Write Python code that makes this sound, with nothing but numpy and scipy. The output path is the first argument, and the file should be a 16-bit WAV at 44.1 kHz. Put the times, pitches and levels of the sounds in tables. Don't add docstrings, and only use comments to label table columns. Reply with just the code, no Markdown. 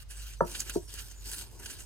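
import sys
import numpy as np
from scipy import signal
from scipy.fft import rfft, irfft
from scipy.io import wavfile

SR = 44100
rng = np.random.default_rng(int(sys.argv[2]) if len(sys.argv) > 2 else 0)


def transcribe(u):
    v = np.clip(np.atleast_2d(u).T, -1, 1)
    q = np.round(v * 32767).astype(np.int16)
    wavfile.write(sys.argv[1], SR, q)


N = 81585
WALL_S = 0.012

# (frequency [Hz], relative level per Hz [dB])
GRIT_COLOUR = [(400, -18.5), (900, -20.5), (1550, -2), (2150, -5.5), (2950, 1), (3600, -4.5), (4600, -4.5),
               (7000, -28), (14000, -38)]


def undb(db):
    return 10 ** (np.asarray(db) / 20)


def unit(x):
    return x / np.sqrt(np.mean(x ** 2))


def at(points, hz):
    table_hz, values = np.array(points, float).T
    return np.interp(np.log(np.maximum(hz, 1)), np.log(table_hz), values)


def colour(x, points):
    gain = unit(undb(at(points, np.fft.rfftfreq(2 * N, 1 / SR))))
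    return irfft(rfft(x, 2 * N) * gain)[..., :N]


def walk(steps_per_s):
    steps = rng.standard_normal(4096)
    return 1.05 * np.interp(np.arange(N) / SR * steps_per_s, np.arange(len(steps)), steps)


def pan(x, db):
    return x * undb(np.array([[db], [-db]]) / 2)


def echo(x, t60, db, delay):
    t = np.arange(N // 4) / SR
    decay = np.exp(-np.log(1000) * t / t60)
    tail = rng.standard_normal((2, len(t))) * decay * (t > delay)
    tail /= np.sqrt(np.sum(tail ** 2, axis=1, keepdims=True))
    return undb(db) * signal.fftconvolve(x, tail, axes=1)[:, :N]


def resonance(hz, width):
    f = np.maximum(np.fft.rfftfreq(N, 1 / SR), 1)
    return 1 / (1 + 1j * (f / hz - hz / f) * hz / width)


def fractures():
    grains_per_s, grain_spread_db, smooth_share = 4500, 2.5, 0.46
    size = undb(grain_spread_db * np.minimum(rng.exponential(size=N), 6))
    clicks = (rng.random(N) < grains_per_s / SR) * size * rng.choice([-1, 1], N)
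    rubbing = rng.standard_normal(N)
    return unit(unit(clicks) + smooth_share * rubbing)


def spread():
    width_db = -8.5
    return fractures() + undb(width_db) * fractures() * np.array([[1], [-1]])


def crumbs():
    crumbs_per_s, fall_s, largest_db = 97, 0.0013, 0.5
    breaks = (rng.random(N) < crumbs_per_s / SR) * rng.random(N) * undb(largest_db)
    return unit(1 + signal.lfilter([1], [1, -np.exp(-1 / (fall_s * SR))], breaks))


def strokes(t):
    # (start [s], length [s], place of the fastest moment [0-1],
    # hiss level [dB], grit level [dB], slab rumble level [dB]), levels before the judder
    stroke_table = [(-.16, 0.2, 0.94, -58.5, -60, -94), (0.07, 0.33, 0.53, -52, -54, -69),
                    (0.436, 0.27, 0.3, -46.5, -53, -57.5), (0.644, 0.23, 0.12, -51.5, -60.5, -61),
                    (.87, 0.38, 0.12, -52, -56, -65), (1.185, .33, 0.42, -46, -52.5, -60.5),
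                    (1.344, 0.52, 0.19, -66, -69.5, -62.5), (1.563, 0.35, 0.41, -49.5, -54, -61)]
    rasp_shape, rumble_shape = 1.505, 0.99
    smear_db, smear_from_s = -68.5, 0.089
    judder_db, judder_steps_per_s = 2.27, 55.64
    chatter_db, chatter_steps_per_s = 1.02, 345.3
    shapes = np.array([[rasp_shape], [rasp_shape], [rumble_shape]])
    power = np.zeros((3, N))
    for start, length, fastest, *dbs in stroke_table:
        progress = np.interp((t - start) / length, [0, np.clip(fastest, .05, .95), 1], [0, .5, 1])
        speed = np.abs(np.sin(np.pi * progress))
        power += (undb(dbs)[:, None] * speed ** shapes) ** 2
    power[0] += undb(smear_db) ** 2 * (t > smear_from_s)
    unsteady_db = judder_db * walk(judder_steps_per_s) + chatter_db * walk(chatter_steps_per_s)
    return np.sqrt(power) * crumbs() * undb(unsteady_db)


def shifting(x):
    patchy_db, patchy_steps_per_s = 3, 35
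    octave = np.clip(np.log2(np.maximum(np.fft.rfftfreq(N, 1 / SR), 1) / 1000), 0, 4)
    bands = [np.maximum(1 - abs(4 * octave - k), 0) for k in range(17)]
    spectrum = rfft(x)
    return sum(irfft(spectrum * band, N) * undb(patchy_db * walk(patchy_steps_per_s)) for band in bands)


def grinding(t):
    # (frequency [Hz], relative level per Hz [dB])
    hiss_colour = [(1500, -25.5), (3500, -6.5), (5200, 1), (6500, -2), (7600, -1.5), (8600, 4),
                   (9500, -3.5), (10300, -9.5), (11200, -4.5), (14500, -3), (16000, -17)]
    slab_colour = [(60, -29), (130, 7.5), (230, 2.5), (320, 3.5), (420, 3.5), (600, -4.5), (1000, -1.5),
                   (2200, -44)]
    # (frequency [Hz], width [Hz], boost [dB])
    stone_rings = [(2847, 23, 6.5), (6340, 110, 9), (6780, 73, 6), (6950, 140, 5.5), (8550, 13, -18),
                   (9930, 120, 13)]
    # (frequency [Hz], lead [rad])
    rasp_lead = [(900, 0.18), (1400, 0.46), (2200, 2.1), (3100, 0.51), (4500, 3), (7000, 0.23),
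                 (10000, 0.27), (15000, 0.84)]
    hiss_pan_db, grit_pan_db, seed_pan_db = -1, -0.75, -4
    near_t60_s, near_db = 0.019, -5.5
    yard_t60_s, yard_echo_db = 0.17, -21.5

    hiss_level, grit_level, slab_level = strokes(t)
    hiss = pan(colour(hiss_level * spread(), hiss_colour), hiss_pan_db)
    grit = pan(colour(grit_level * spread(), GRIT_COLOUR), grit_pan_db)
    rasp = shifting(hiss + grit)
    rasp += pan(seeds(t), seed_pan_db)
    rasp += colour(slab_level * spread(), slab_colour)

    stone = 1 + sum((undb(db) - 1) * resonance(hz, width) for hz, width, db in stone_rings)
    spectrum = rfft(rasp) * stone
    spectrum[1] *= np.exp(-1j * at(rasp_lead, np.fft.rfftfreq(N, 1 / SR)))
    rasp = irfft(spectrum, N)
    return rasp + echo(rasp, near_t60_s, near_db, 0) + echo(rasp, yard_t60_s, yard_echo_db, WALL_S)


def background(t):
    # (time [s], level [dB])
    hum_levels = [(0, -50.5), (.23, -42.5), (.38, -46), (.9, -46.5), (1.25, -46), (1.5, -51), (1.62, -57),
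                  (1.8, -52.5)]
    # (frequency [Hz], relative level per Hz [dB])
    yard_colour = [(20, -23), (45, 2), (70, 4.5), (110, -0.5), (220, -25.5), (500, -26), (1500, -31.5),
                   (5000, -32), (16000, -47)]
    hum_hz, hum_pan_db, hum_waver_db = 50, -2.5, 2.5
    yard_db, side_db = -53.5, -1.5
    turns = np.cumsum(hum_hz * (1 + 0.012 * walk(8.4))) / SR
    hum_db = np.interp(t, *np.array(hum_levels).T) + hum_waver_db * walk(12.6)
    hum = np.sqrt(2) * np.sin(2 * np.pi * turns) * undb(hum_db)
    mid, side = colour(rng.standard_normal((2, N)), yard_colour)
    yard = undb(yard_db) * (mid + undb(side_db) * side * np.array([[1], [-1]]))
    return pan(hum, hum_pan_db) + yard


def seeds(t):
    # (peak time [s], rise [s], decay [s], snap level [dB], snap pitch [Hz],
    # crunch level [dB]), levels before stone and walls
    seed_table = [(0.11, 0.0078, 0.023, -50.5, 8300, -52.5), (0.181, 0.0033, 0.0024, -64, 9000, -56),
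                  (0.479, 0.0084, 0.005, -53, 7100, -51), (0.553, 0.0065, 0.011, -39, 3380, -40),
                  (0.605, 0.0053, 0.0036, -31.5, 6740, -44.5), (0.618, 0.0066, 0.0066, -44, 7400, -45),
                  (0.678, 0.022, 0.017, -54, 2260, -49), (0.6972, 0.00081, 0.001, -30, 7600, -34.5),
                  (0.701, 0.003, 0.01, -48, 11100, -39.5), (0.7685, .001, 0.0015, -47, 6500, -50),
                  (0.901, 0.0045, 0.018, -74, 7100, -63), (.951, .002, 0.0081, -57, 6300, -54.5),
                  (.994, 0.018, 0.017, -47.5, 6700, -45), (1.317, 0.0026, 0.0048, -41.5, 9150, -44.5),
                  (1.346, 0.0059, 0.0068, -43.5, 9500, -47.5), (1.39, 0.0034, 0.0054, -44, 8700, -48),
                  (1.66, 0.0017, 0.0084, -46, 6500, -45.5), (1.701, 0.0024, 0.0078, -47, 6400, -47)]
    snap_q = 3
    cracks, snaps, crunch = spread(), 0, 0
    for peak, rise, decay, snap_db, hz, grit_db in seed_table:
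        burst = np.exp(-np.maximum((peak - t) / rise, (t - peak) / decay))
        husk = resonance(hz, hz / snap_q)
        husk = husk / np.sqrt(np.mean(abs(husk) ** 2))
        snaps = snaps + undb(snap_db) * rfft(burst * cracks) * husk
        crunch = crunch + undb(grit_db) * burst
    return irfft(snaps, N) + colour(crunch * spread(), GRIT_COLOUR)


def squeaks(t):
    # (start [s], length [s], pitch midway [Hz], peak level [dB])
    squeak_table = [(0.372, 0.057, 6050, -58.5), (0.435, 0.051, 5850, -56.5), (0.729, 0.062, 5730, -54.5),
                    (0.842, 0.095, 5500, -59), (1.139, 0.095, 7000, -55), (1.5, 0.11, 4970, -66)]
    sag_hz_per_s, wobble = 2200, 0.0076
    out = np.zeros(N)
    for start, length, hz, db in squeak_table:
        pitch = hz * (1 + wobble * walk(290)) - sag_hz_per_s * (t - start - length / 2)
        swell = np.sin(np.pi * np.clip((t - start) / length, 0, 1))
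        out += undb(db) * swell * np.sin(2 * np.pi * np.cumsum(pitch) / SR)
    return out


def knocks(t):
    # (start [s], level offset [dB], contact cut-off [Hz], place [0 = slab edge .. 1 = middle],
    # share of the left-right phase lead [ratio], echo level [dB])
    knock_table = [(0.405, 4, 1900, 0.11, 0.98, -10.5), (0.7515, -12.5, 1180, 0.35, 0.98, -19),
                   (0.7562, -0.5, 1090, 0.96, 1.02, -15.5)]
    # (frequency [Hz], t60 [s], relative level struck at the edge [dB],
    # relative level struck in the middle [dB])
    mode_table = [(159, 0.074, -23.5, -27.5), (211, 0.035, -18.5, -29), (350.7, 0.28, -33.5, -48),
                  (358, 0.072, -45.5, -13.5), (398.2, 0.047, -23.5, -11), (421, 0.17, -39, -49),
                  (553.6, 0.024, -5, -57.5), (560, 0.46, -46.5, -82), (615, 0.12, -33, -39.5),
                  (690, 0.065, -26.5, -31.5), (944, 0.078, -19, -33.5), (1079, .012, -7, -30),
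                  (1304, 0.015, -7, -50), (1730, 0.047, -32.5, -58)]
    # (frequency [Hz], lead [rad])
    knock_lead = [(120, 0), (200, 2.63), (340, 1.36), (430, 0.76), (600, 0.65), (950, 0.98), (1400, 1.32)]
    late_cycles, build_cycles = 1.3, .9
    cushion_hz, echo_t60_s = 2000, 0.16
    cushion = signal.butter(4, cushion_hz, fs=SR, output="sos")
    out = 0
    for start, db, contact_hz, place, lead, echo_db in knock_table:
        blow = np.zeros((2, N))
        for hz, t60, edge_db, middle_db in mode_table:
            age = np.maximum(t - start - late_cycles / hz, 0)
            build = 1 - np.exp(-(age * hz / build_cycles) ** 2)
            ring = build * np.exp(-np.log(1000) * age / t60)
            mode_db = db + edge_db + place * (middle_db - edge_db)
            gain = undb(mode_db) / np.hypot(1, (hz / contact_hz) ** 2)
            phase = lead * at(knock_lead, hz) * np.array([[.5], [-.5]])
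            blow += gain * ring * np.sin(2 * np.pi * hz * age + phase)
        blow = signal.sosfilt(cushion, blow + 1e-18)
        out = out + blow + echo(blow, echo_t60_s, echo_db, WALL_S)
    return out


def scene():
    t = np.arange(N) / SR
    return grinding(t) + squeaks(t) + knocks(t) + background(t)


def record(dry):
    top_hz = 15900
    return signal.sosfilt(signal.ellip(10, .2, 80, top_hz, fs=SR, output="sos"), dry)


dry = scene()
out = record(dry)
transcribe(out)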